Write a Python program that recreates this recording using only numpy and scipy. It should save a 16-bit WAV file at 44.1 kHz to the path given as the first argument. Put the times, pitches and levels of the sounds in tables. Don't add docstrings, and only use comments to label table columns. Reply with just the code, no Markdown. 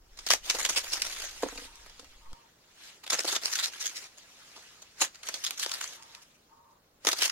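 import sys
import numpy as np
from scipy import signal
from scipy.fft import rfft, irfft
from scipy.io import wavfile
from scipy.ndimage import uniform_filter1d

SR = 44100
rng = np.random.default_rng(int(sys.argv[2]) if len(sys.argv) > 2 else 0)


def wav_out(sig):
    wavfile.write(sys.argv[1], SR, np.round(np.clip(np.atleast_2d(sig).T, -1, 1) * 32767).astype(np.int16))


N = 322503


def gain_of(db):
    return 10 ** (np.asarray(db) / 20)


def evened(x):
    return x / np.sqrt(np.mean(x ** 2) + 1e-20)


def read(points, hz):
    f, value = np.transpose(points)
    return np.interp(np.log(hz + 1), np.log(f + 1), value)


def curve(rows, axis):
    rows = np.asarray(rows)
    return np.interp(np.arange(N) / SR, rows[:, 0], rows[:, axis])


def add(mix, s, sound):
    part = mix[..., round(s * SR):][..., :sound.shape[-1]]
    part += sound[..., :part.shape[-1]]


def causal(points):
    hz = abs(np.fft.fftfreq(4096, 1 / SR))
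    log_gain = np.log(gain_of(np.maximum(read(points, hz), -70)))
    spectrum = np.exp(np.conj(signal.hilbert(log_gain)))
    taps = np.fft.ifft(spectrum).real[:2048]
    return taps / np.linalg.norm(taps)


def band(x, kind, hz, order=2):
    return signal.sosfilt(signal.butter(order, hz, kind, fs=SR, output="sos"), x)


def resonate(x, hz, width):
    turn = np.exp(2j * np.pi * np.cumsum(hz * np.ones(len(x))) / SR)
    r = np.exp(-np.pi * width / SR)
    return 2 * (turn * signal.lfilter([1 - r], [1, -r], x / turn)).real


def ports(own, lag, size):
    shared, left, right = rng.standard_normal((3, size))
    own = np.clip(own, 0, 1)
    common = np.array([np.roll(shared, lag), shared])
    return np.sqrt(1 - own) * common + np.sqrt(own) * np.array([left, right])


def air():
    # frequency in Hz, spectral level in relative dB per Hz.
    colour = [(12, -22.5), (20, 3.5), (499, 0.5), (1480, -6.5), (3840, -31.5), (4180, -14), (6010, -26.5),
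              (16000, -14)]
    # frequency in Hz, left-right likeness from 0 to 1.
    likeness = [(60, 0.96), (300, 0.93), (1000, 0.01)]
    level_db = -67
    hz = np.fft.rfftfreq(N, 1 / SR)
    same = np.clip(read(likeness, hz), -1, 1)
    a, b = rfft(rng.standard_normal((2, N)))
    spectra = np.array([a, same * a + np.sqrt(1 - same ** 2) * b]) * gain_of(read(colour, hz))
    return gain_of(level_db) * evened(irfft(spectra, N))


def draught():
    # time in seconds, level in dB; the draught stops at the last row.
    strength = [(0.0, -59.5), (1.09, -56), (2.19, -59.5), (2.33, -65)]
    # time in seconds, pressure as a share of full scale.
    push = [(2.24, 0), (2.325, 0.013), (2.334, 0.0091), (2.335, -0.00083), (2.4, 0)]
    slow = band(ports(own=0.011, lag=0, size=N), "low", 45, order=3)
    buffet = evened(band(slow, "high", 4.8))
    blowing = np.arange(N) / SR < strength[-1][0]
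    return buffet * gain_of(curve(strength, axis=1)) * blowing + curve(push, axis=1)


def bird():
    # start in seconds, length in seconds, level in dB before the fades.
    calls = [(1.624, 0.24, -62.5), (2.195, 0.31, -61), (5.941, 0.304, -61.5), (6.467, 0.35, -62)]
    # resonance in Hz at the start, width in Hz, level in relative dB, glide as a share of the Hz.
    throat_modes = [(910, 40, 0, .03), (1120, 70, -4, -.08), (1240, 50, -6, -.1)]
    out = np.zeros((2, N))
    for s, length, db in calls:
        along = np.linspace(0, 1, round(length * SR))
        throb = gain_of(2.0 * evened(band(rng.standard_normal(SR), "low", 25)))[:len(along)]
        fades = signal.windows.tukey(len(along), .4)
        for side in out:
            rasp = rng.standard_normal(SR)[:len(along)]
            throat = np.zeros(len(along))
            for hz, width, mode_db, glide in throat_modes:
                pitch = hz * (1 + glide * along)
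                mode = resonate(resonate(rasp, pitch, 2 * width), pitch, width)
                throat += gain_of(mode_db) * mode / np.sqrt(width)
            add(side, s, gain_of(db) * evened(throat * throb) * fades)
    return out


def kitchen(x, t60):
    taps = np.zeros((2, SR // 2))
    at = np.arange(200, SR // 2 - 20, 20) + rng.integers(0, 20, (2, (SR // 2 - 201) // 20))
    np.put_along_axis(taps, at, rng.choice([-1., 1.], at.shape), 1)
    decay = gain_of(-60 * np.arange(SR // 2) / SR / t60)
    tail = band(taps, "low", 11000, order=1) * decay
    return signal.fftconvolve(x, tail / np.linalg.norm(tail[0]), axes=1)[:, :N]


def pile():
    # time of the bounce in seconds, level in relative dB.
    bounces = [(1.434, -25.5), (1.462, -31.5), (1.525, -38.5), (1.557, -42), (1.583, -42), (1.62, -44),
               (1.65, -49), (1.995, -48.5), (2.029, -52), (2.317, -52.5)]
    # frequency in Hz, level in relative dB, 60 dB decay time in seconds.
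    modes = [(280, -2, .06), (494, 0, .045), (705, -4, .03), (900, -5, .025), (1200, -12, .015)]
    out, t = np.zeros(N), np.arange(SR // 4) / SR
    hz, mode_db, t60 = np.transpose(modes)[:, :, None]
    for s, db in bounces:
        share, detune = rng.standard_normal((2, len(modes), 1))
        decay = gain_of(mode_db + 1.5 * share - 60 * t / t60)
        ring = decay * np.sin(2 * np.pi * hz * (1 + .03 * detune) * t)
        onset = 1 - np.exp(-t / 0.00032)
        add(out, s, gain_of(db) * ring.sum(0) * onset)
    return band(out, "high", 235, order=3)


def hand():
    # time in seconds, rustle level in relative dB.
    rustle = [(0.0, -70.5), (0.14, -62.5), (1.8, -54.5), (2.15, -59.5), (2.57, -65.5), (2.75, -60.5),
              (2.85, -48.5), (3.03, -62.5), (4.1, -58.5), (4.58, -52.5), (4.95, -60), (5.2, -58),
              (6.13, -56), (6.34, -65), (6.62, -72), (7.01, -71), (7.31, -52)]
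    # start of the hold in seconds, hold in seconds, level of the fine crackle in relative dB.
    squeezes = [(0.19, 0.08, -53.5), (0.309, 0.027, -33.5), (0.453, 0.27, -41), (0.761, 0.026, -36),
                (0.815, 0.427, -42), (1.287, 0.37, -47.5), (3.112, 0.13, -42.5), (3.277, 0.07, -34.5),
                (3.423, 0.25, -41.5), (3.726, 0.33, -47), (5.019, 0.0043, -31.5), (5.257, 0.282, -47.5),
                (5.579, 0.29, -46), (5.738, 0.011, -38.5), (5.878, 0.078, -48.5), (7.08, 0.007, -32),
                (7.172, 0.1, -37)]
    grip_db_per_s, let_go_db_per_s = 553.5, 393.5
    t, power = np.arange(N) / SR, gain_of(2 * curve(rustle, axis=1))
    for s, hold, db in squeezes:
        swell_db = grip_db_per_s * np.maximum(s - t, 0)
        dying_db = let_go_db_per_s * np.maximum(t - s - hold, 0)
        power = power + gain_of(2 * (db - swell_db - dying_db))
    return 10 * np.log10(power)


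def crumbs(count):
    out, t = np.zeros((2, N)), np.arange(512) / SR
    for hz in np.geomspace(700, 12000, count):
        size = gain_of(8.5 * np.minimum(rng.exponential(1, N), 3))
        train = size * (rng.random(N) < 25 / SR)
        ring = np.exp(-t * hz / 3.3) * np.sin(2 * np.pi * hz * t)
        tick = signal.oaconvolve(train, ring)[:N]
        lean, lag = gain_of(4.0 * rng.standard_normal()), rng.integers(1, 8)
        out += np.sqrt(hz) * evened(np.array([lean * np.roll(tick, lag), tick / lean]))
    return evened(out)


def crackle():
    level_db = hand()
    force = np.clip((level_db + 60) / 25, 0, 1)
    clump = gain_of((-0.5 + 3.55 * force) * evened(band(rng.standard_normal(N), "low", 60)))
    clump /= np.sqrt(abs(uniform_filter1d(clump ** 2, SR // 8)))
    grain = ports(own=0.69, lag=4, size=N) + (0.062 + 0.37 * force) * crumbs(count=32)
    grain = force * grain + (1 - force) * band(grain, "low", 6900, order=1)
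    bright = gain_of(level_db + 1.5) * clump * grain
    return bright, bright * gain_of(-4.0)


def small_snaps(count):
    resting_db, over_db, dull_db = -48, 2, -10.5
    usual_s = 0.0094
    at, (size, stretch) = rng.integers(0, N, count), rng.standard_normal((count, 2)).T
    rows = []
    for k, db, big, long in zip(at, hand()[at], size, stretch):
        if db > resting_db:
            rows.append((k / SR, usual_s * np.exp(0.55 * long), db + over_db + 4.6 * big, dull_db))
    return rows


def snaps():
    # start in seconds, nominal length in seconds, level in relative dB,
    # dull part against it in relative dB.
    loud = [(0.17, 0.0061, -46.5, -8), (0.187, 0.0044, -38, -7), (0.264, 0.0043, -27, -4.5),
            (0.274, 0.0025, -27.5, -14), (0.287, 0.0012, -23, -18), (0.3012, 0.0052, -15.5, -6),
            (0.309, 0.0052, -17.5, -26), (0.326, 0.019, -24, -7), (0.4965, 0.0089, -22, -16.5),
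            (0.5425, 0.0087, -31.5, 1), (0.5826, 0.009, -30.5, -5), (0.5903, 0.016, -29, -9.5),
            (0.6086, 0.006, -30.5, -9), (0.644, 0.011, -22.5, -16), (0.6573, 0.0074, -26.5, -9),
            (0.688, 0.015, -24.5, -7), (0.7578, 0.023, -24.5, -11.5), (0.917, 0.022, -27, -15.5),
            (0.95, 0.015, -35.5, -18), (1.0168, 0.0059, -23.5, -18.5), (1.042, 0.026, -39.5, -29),
            (1.222, 0.039, -39, -41), (1.421, 0.0045, -35, 3), (1.43, 0.0063, -36.5, 14),
            (1.482, 0.0072, -42.5, 3), (1.557, 0.0026, -41, -10), (1.754, 0.0052, -46, -26),
            (1.856, 0.012, -51.5, 2), (1.894, 0.0056, -48.5, -6), (1.9896, 0.0093, -46, -7.5),
            (2.041, 0.0082, -52.5, -1), (2.33, 0.0014, -42, 1), (3.029, 0.015, -46, -1.5),
            (3.061, 0.0079, -39.5, -5.5), (3.075, 0.0027, -33.5, -10), (3.099, 0.0067, -21, -11.5),
            (3.1157, 0.023, -24.5, -4), (3.1854, 0.0075, -26, -7.5), (3.199, 0.0074, -28, -17.7),
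            (3.2436, 0.0097, -32, -0.5), (3.2746, 0.017, -29.5, -3), (3.321, 0.012, -31, -1),
            (3.3453, 0.015, -28, -27), (3.3605, 0.006, -24.5, -12.5), (3.437, 0.03, -30.5, -13.5),
            (3.512, 0.02, -30, -31), (3.5474, 0.013, -26.5, -33), (3.583, 0.02, -26, -30),
            (3.621, 0.028, -28.5, -25), (3.663, 0.015, -39.5, -22), (3.731, 0.0078, -40.5, -25),
            (3.7948, 0.03, -34.5, -30), (3.838, 0.034, -32.5, -16.5), (3.945, 0.033, -38, -31),
            (4.167, 0.021, -50, -9), (4.555, 0.022, -50.5, 2), (4.815, 0.011, -46.5, -6.5),
            (5.0011, 0.026, -22.5, -7.5), (5.1423, 0.012, -48, -6), (5.2295, 0.007, -40, -10),
            (5.265, 0.013, -37.9, -10), (5.285, 0.0044, -27.5, -3.5), (5.3392, 0.0042, -26, -11),
            (5.435, 0.0094, -30, -15), (5.446, 0.0048, -28, -31), (5.457, 0.016, -31, -28),
            (5.5067, 0.0026, -23.5, -19), (5.572, 0.0091, -39, -31.5), (5.5904, 0.011, -29, -28),
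            (5.6074, 0.033, -30, -24), (5.66, 0.0038, -30.5, -2), (5.6895, 0.0062, -34, -25),
            (5.711, 0.011, -30.5, -34), (5.736, 0.0054, -36.5, -15), (5.804, 0.012, -32.5, -28),
            (5.8158, 0.029, -36.5, -16), (5.8735, 0.0062, -40.5, -13), (6.0195, 0.0092, -47, -27),
            (6.147, 0.0033, -41, -23), (6.213, 0.015, -52.5, -12.5), (7.048, 0.0031, -27, -3.5),
            (7.055, 0.0054, -39, -10.5), (7.0663, 0.0082, -18, -1.5), (7.0863, 0.0032, -17.5, -9),
            (7.112, 0.0075, -27, -16), (7.1256, 0.0073, -25.5, -6), (7.185, 0.0047, -35, -17),
            (7.2168, 0.0069, -20, -11), (7.2256, 0.0097, -22, -30.5), (7.243, 0.015, -24, -10.5),
            (7.277, 0.0036, -30, -30), (7.2944, 0.0049, -26.5, -29)]
    emphasis_low_hz, emphasis_high_hz = 2510, 6700
    bright, dull, t = np.zeros((2, N)), np.zeros((2, N)), np.arange(4096) / SR
    for s, length, db, dull_db in loud + small_snaps(count=90):
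        hz = emphasis_low_hz * (emphasis_high_hz / emphasis_low_hz) ** (rng.random() ** 0.37)
        ragged = gain_of(3.7 * evened(band(rng.standard_normal(len(t)), "low", 400)))
        hits = rng.exponential(1, len(t)) * (rng.random(len(t)) < 250 / SR)
        sharp = signal.lfilter([1], [1, -np.exp(-1 / (0.0013 * SR))], hits)
        rise = np.minimum(t / (0.62 * length), 1) ** 1.2
        fall = gain_of(-60 * np.maximum(t - 0.87 * length, 0) / (0.0084 + 2.93 * length))
        shape = rise * fall * ragged * (1 + 0.76 * sharp)
        shape *= gain_of(db) / np.sqrt(np.sum(shape ** 2) / (length * SR))
        burst = ports(own=0.6, lag=rng.integers(2, 6), size=len(t)) * shape
        emphasis = np.array([resonate(side, hz, 300 + 0.067 * hz) for side in burst])
        add(bright, s, gain_of(-2.0) * (band(burst, "low", 12000, order=1) + gain_of(3.0) * emphasis))
        add(dull, s, gain_of(5 + dull_db) * burst)
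    return bright, dull


def fragments(x, patchy_db):
    z = signal.stft(x, nperseg=256, noverlap=192)[2]
    patches = uniform_filter1d(rng.standard_normal(z.shape[1:]), size=4, axis=0)
    patches = uniform_filter1d(patches, size=20, axis=1)
    return signal.istft(z * gain_of(patchy_db * evened(patches)), nperseg=256, noverlap=192)[1][:, :N]


def wafer():
    # frequency in Hz, spectral level in relative dB per Hz.
    colour = [(59, -52.5), (100, -24.5), (255, -13), (315, -8.5), (662, -5), (1280, -4), (1650, -4.5),
              (2320, -5.5), (6020, -4.5), (6700, -3.5), (7610, -9), (13800, -16), (16000, -21.5)]
    split_hz = 1510
    (bright, dull), (snap, thud) = crackle(), snaps()
    middle = (dull + thud).mean(0)
    dull = middle + 0.17 * (dull + thud - middle)
    dull = band(dull, "high", 220)
    both = band(bright + snap, "high", split_hz, order=3) + band(dull, "low", split_hz, order=3)
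    return signal.oaconvolve(fragments(both, patchy_db=2.5), causal(colour)[None], axes=1)[:, :N]


def scene():
    near = wafer() + pile()
    return near + gain_of(-14) * kitchen(near, t60=0.13) + bird() + draught() + air()


def record(dry):
    taps = signal.firwin(255, 16100, window=("kaiser", 12), fs=SR)
    return signal.oaconvolve(dry, taps[None], "same")


dry = scene()
out = record(dry)
wav_out(out)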